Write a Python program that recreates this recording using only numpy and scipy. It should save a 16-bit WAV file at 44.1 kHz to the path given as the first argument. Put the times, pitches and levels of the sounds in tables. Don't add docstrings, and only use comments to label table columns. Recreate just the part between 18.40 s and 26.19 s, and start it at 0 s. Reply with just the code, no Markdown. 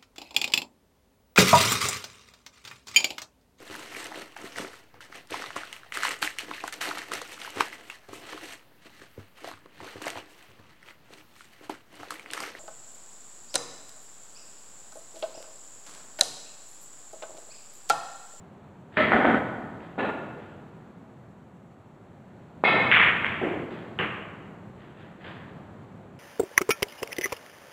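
import sys
import numpy as np
from scipy import signal
from scipy.fft import rfft, irfft, next_fast_len
from scipy.io import wavfile
from scipy.ndimage import uniform_filter1d, map_coordinates

SR = 44100
rng = np.random.default_rng(int(sys.argv[2]) if len(sys.argv) > 2 else 0)


def field_ratio(decibels):
    return 10 ** (np.asarray(decibels, dtype=float) / 20)


def int16_out(signal):
    q = np.round(np.clip(np.atleast_2d(signal).T, -1, 1) * 32767)
    wavfile.write(sys.argv[1], SR, q.astype(np.int16))


N = 343532


def shot():
    # [t/s, contact level/dB, hall level/dB, contact f/Hz, blow length/s]
    cue_blows = [(4.2380, -3, -17, 740, .01)]
    ball_blows = [(4.515, -.5, -14, 2300, 0.005), (4.8455, -6.5, -29.5, 1900, 0.0019)]
    pocket_blows = [(5.013, -25.5, -30, 724, 0.0033), (5.031, -18.5, -33.5, 339, 0.023),
                    (5.064, -20, -44, 332, 0.0091), (5.108, -24.5, -40.5, 360, 0.025),
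                    (5.193, -32, -48, 353, 0.013)]
    knock_blows = [(5.5885, -23.5, -30, 2900, 0.0025), (5.6065, -25, -35, 1900, 0.0026)]
    # [f/Hz, density/dB per Hz]
    cue_tone = [(50, -68.5), (130, -17), (450, -9.5), (800, -7.5), (1200, -12.5), (2000, -20.5),
                (3000, -25), (4200, -34), (5700, -58), (9000, -110)]
    ball_tone = [(47, -43), (80, -24.5), (188, -16.5), (333, -21.5), (394, -14.5), (708, -11.5),
                 (1230, -3.5), (2140, 4), (3320, -7.5), (4410, -39.5), (5730, -64.5), (9700, -120)]
    pocket_tone = [(60, -47), (110, -15.5), (250, -5.5), (360, 0), (450, -8), (750, -11.5), (1000, -20.5),
                   (1400, -40), (2200, -84)]
    knock_tone = [(59, -18.5), (100, -6), (195, 0.5), (243, -9.5), (391, -3.5), (638, -10.5), (948, -10),
                  (1240, -3.5), (1340, -8.5), (1600, -5), (2920, -8), (4410, -41.5), (5730, -70),
                  (9700, -120)]
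    # [f/Hz, width/Hz, level/dB]
    cue_ring = [(1324, 40, -5), (1810, 95, -4), (2160, 116, 2), (2550, 130, -5.5), (3130, 390, -18.5),
                (3430, 250, -14.5), (3913, 90, -13.5)]
    # [f/Hz, factor on t60]
    cue_stretch = [(300, 1.26), (800, 0.73), (1500, 1.43), (4000, 0.91)]
    # [f/Hz, factor on t60]
    net = [(200, 0.84), (400, 1), (800, 0.75)]
    cue = blows(cue_blows, ringing(cue_ring, cue_tone), cycles=.7, echo_db=2.5, stretch=cue_stretch)
    balls = blows(ball_blows, ball_tone, cycles=1.4, echo_db=4.5)
    pocket = blows(pocket_blows, pocket_tone, cycles=2.5, echo_db=0.0, stretch=net)
    knocks = blows(knock_blows, knock_tone, cycles=3.5, echo_db=1.0)
    return cue + balls + pocket + knocks


def woodwork():
    # [t/s, contact level/dB, hall level/dB, contact f/Hz, blow length/s]
    clatter_blows = [(.5705, -10, -19, 1790, 0.0018)]
    rail_blows = [(.7195, -3.5, -18, 1110, 0.00096), (.853, -7.5, -29.5, 1180, 0.0044),
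                  (.945, -14, -35, 1170, 0.02)]
    tap_blows = [(1.579, -20.5, -29.5, 550, 0.0073), (1.645, -20.5, -33.5, 870, 0.003),
                 (1.699, -22.5, -41, 895, 0.013)]
    # [f/Hz, density/dB per Hz]
    clatter_tone = [(50, -45), (100, -16), (200, -2), (1000, -12), (2200, -11.5), (3100, -19), (4400, -35),
                    (5700, -86), (9000, -110)]
    rail_tone = [(50, -58), (100, -22), (250, -4), (750, -7.5), (1100, -13), (2000, -10.5), (2850, -30.5),
                 (3200, -22.5), (4400, -48.5), (5700, -64), (9000, -110)]
    tap_tone = [(50, -32), (100, -7.5), (250, 1.5), (720, -1.5), (1100, -8.5), (2300, -15), (3600, -25),
                (4400, -39), (5700, -76), (9000, -110)]
    # [f/Hz, width/Hz, level/dB]
    clatter_ring = [(255, 195, -6.5), (613, 40, 3.5), (1298, 86, -0.5), (1800, 93, 0.5), (2000, 260, -2),
                    (2320, 25, -1.5), (3240, 180, -17)]
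    rail_ring = [(251, 140, -1.5), (754, 160, -4.5), (1288, 51, -6.5), (1474, 87, -3), (1760, 56, -5.5)]
    tap_ring = [(1418, 49, 4), (1730, 82, -1.5), (2630, 140, -9), (3900, 100, -21.5)]
    clatter = blows(clatter_blows, ringing(clatter_ring, clatter_tone), cycles=1.8, echo_db=0.5)
    rail = blows(rail_blows, ringing(rail_ring, rail_tone), cycles=0.68, echo_db=-4.0)
    taps = blows(tap_blows, ringing(tap_ring, tap_tone), cycles=0.75, echo_db=1.0)
    return clatter + rail + taps


def soft_sounds():
    # [t/s, contact level/dB, hall level/dB, contact f/Hz, length/s]
    soft_blows = [(.515, -65, -38.5, 2070, 0.087), (.563, -59, -30.5, 2000, .008),
                  (1.405, -37, -52.5, 2000, 0.009), (1.96, -57, -50.5, 1990, 0.032),
                  (5.305, -45, -44.5, 3520, 0.0014), (6.37, -61, -51, 2000, 0.036),
                  (6.565, -55, -50.5, 2200, 0.016), (6.79, -70, -43.5, 2500, 0.043),
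                  (6.842, -48, -44, 1810, 0.014), (6.91, -49, -51.5, 2000, 0.043)]
    # [f/Hz, density/dB per Hz]
    soft_tone = [(150, -52.5), (300, -1.5), (720, -5.5), (1370, -6), (1730, -1.5), (2200, -8.5),
                 (2950, -10), (3500, -13), (4400, -28), (5700, -49), (9000, -110)]
    return blows(soft_blows, soft_tone, cycles=1.2, echo_db=4.5)


def blows(events, tone, cycles, echo_db, stretch=None):
    # [f/Hz, gain/dB]
    contact_cut = [(50, -33.5), (250, -1), (500, 1), (3600, -0.5), (4600, -20), (6000, -30.5)]
    if stretch is None:
        # [f/Hz, factor on t60]
        stretch = [(1000, 0.95)]
    direct, reverberant = np.zeros(N + SR), np.zeros(N + 2 * SR)
    t = np.arange(SR // 10) / SR
    for s, contact_db, hall_db, hz, blow_s in events:
        pulse_s = cycles / hz
        bell = np.exp(-(2 * t / pulse_s - 2) ** 2)
        pulse = np.sin(2 * np.pi * hz * t) * bell
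        start = round(s * SR)
        direct[start:][:len(t)] += field_ratio(contact_db) * pulse
        reverberant[start:][:2 * SR] += field_ratio(hall_db) * hall(tone, blow_s, echo_db, stretch)
    return reverberant[:N] + shaped(direct[:N], contact_cut)


def hall(tone, blow_s, echo_db, stretch):
    # [f/Hz, t60/s]
    hall_t60 = [(100, 1.5), (300, 1.49), (1000, 1.554), (2000, 1.144), (4000, 1.025)]
    t = np.arange(2 * SR) / SR
    knots = rng.standard_normal(size=1200)
    roughness = map_coordinates(knots, [t * 420])
    echoes = field_ratio(echo_db * np.exp(-t / 0.092) * roughness)
    noise = coloured(rng.standard_normal(len(t)), tone)
    even_echoes = echoes / np.sqrt(uniform_filter1d(echoes ** 2, size=2200))
    hz, frame_s, z = signal.stft(noise * even_echoes, SR, nperseg=256)
    t60 = along(hall_t60, hz) * along(stretch, hz)
    decay = field_ratio(-60 * frame_s / t60[:, None])
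    tail = signal.istft(z * decay, SR, nperseg=256)[1][:len(t)]
    return tail * (1 - np.exp(-t / max(blow_s, .001)))


def swell_db():
    # [t/s, length/s, first level/dB, last level/dB]
    swells = [(0.846, 0.13, 4, 5), (1.585, 0.11, 5, 4.5), (4.228, 0.28, -0.5, 3), (4.513, 0.18, -1, 3.5),
              (5.03, .2, 3, 3.5), (5.581, 0.097, 6, 0.5), (6.84, 0.1, 3, 0.5)]
    step_s = 0.019
    t, gain_db = np.arange(N) / SR, np.zeros(N)
    for s, length, first_db, last_db in swells:
        after = t >= s
        gain_db[after] = np.interp(t[after] - s, [0, length, length + step_s], [first_db, last_db, 0])
    return uniform_filter1d(gain_db, size=SR // 300)


def rolling():
    # [t/s, level/dB before rise and fade]
    onsets = [(.58, -37), (1.6, -53.5), (4.25, -33), (6.85, -47)]
    # [f/Hz, density/dB per Hz]
    roll_tone = [(25, -18.5), (69, -18.5), (92, -8.5), (191, -5), (301, -12), (657, -19.5), (1200, -23),
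                 (4410, -48.5), (5730, -75.5), (9700, -120)]
    rise_s, fade_db_per_s = .1, 8
    t = np.arange(N) / SR
    size = np.zeros(N)
    for s, db in onsets:
        since = np.maximum(t - s, 0)
        size += field_ratio(db - fade_db_per_s * since) * (1 - np.exp(-since / rise_s))
    return size * coloured(rng.standard_normal(N), roll_tone)


def fans():
    # [f/Hz, density/dB per Hz]
    fan_tone = [(15, -57.5), (25, -20.5), (69, -16), (92, -6), (191, -4), (301, -13), (399, -12),
                (426, -17), (657, -16), (870, -19), (969, -21.5), (1150, -24), (1260, -24.5), (4410, -46.5),
                (5730, -87.5), (9700, -120)]
    # [f/Hz, width/Hz, level/dB]
    fan_ring = [(965, 21, -20.5)]
    # [t/s, level/dB]
    fan_level = [(0, -47.5), (2.3, -52.5), (3.3, -51), (4.2, -47), (7.79, -48.5)]
    drift = map_coordinates(rng.standard_normal(size=200), [np.arange(N) * 9 / SR])
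    air = coloured(rng.standard_normal(N), ringing(fan_ring, fan_tone))
    return field_ratio(along_time(fan_level) + 0.26 * drift) * air


def microphone(sound):
    # [f/Hz, gain/dB]
    response = [(20, -12.5), (70, -1), (4300, 0.5), (5000, 6.5), (6500, -39.5), (9000, -74.5)]
    return shaped(sound, response)


def hiss(sound):
    # [f/Hz, density/dB per Hz]
    hiss_tone = [(4400, -39), (5200, -9), (6000, -7.5), (7900, -2), (8200, -13), (10800, -12.5),
                 (11800, -21.5), (12700, -21.5), (12900, -14), (15300, -14), (15500, -68)]
    size = field_ratio(-59.5 + 0.42 * level_db(sound, 0.023))
    return size * coloured(rng.standard_normal(N), hiss_tone)


def ringing(peaks, slope_db):
    hz = np.geomspace(15, 9000, num=900)
    power = field_ratio(2 * along(slope_db, hz))
    for centre, width, db in peaks:
        power = power + field_ratio(2 * db) / (1 + (2 * (hz - centre) / width) ** 2) ** 2
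    return np.transpose([hz, 10 * np.log10(power)])


def shaped(x, spectrum):
    m = next_fast_len(len(x) + 8192)
    gain = field_ratio(along(spectrum, np.fft.rfftfreq(m, 1 / SR)))
    return irfft(rfft(x, m) * gain, m)[:len(x)]


def coloured(x, spectrum):
    return unit(shaped(x, spectrum))


def unit(x):
    return x / np.sqrt(np.mean(x ** 2) + 1e-20)


def level_db(x, seconds):
    size = int(seconds * SR) // 2 * 2 + 1
    power = np.abs(uniform_filter1d(x ** 2, size, origin=size // 2))
    return 10 * np.log10(power + 1e-12)


def along(points, hz):
    f, v = np.transpose(points)
    return np.interp(np.log(hz + 1), np.log(f + 1), v)


def along_time(rows):
    return np.interp(np.arange(N) / SR, *np.transpose(rows))


def scene():
    hits = shot() + woodwork() + soft_sounds()
    return (hits * field_ratio(swell_db()) + rolling() + fans())[None]


def top_cut(x):
    return signal.sosfilt(signal.butter(12, 15500, fs=SR, output="sos"), x)


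def record(dry):
    sound = microphone(dry[0])
    mix = (sound + hiss(sound))[None]
    return top_cut(mix)


dry = scene()
out = record(dry)
int16_out(out)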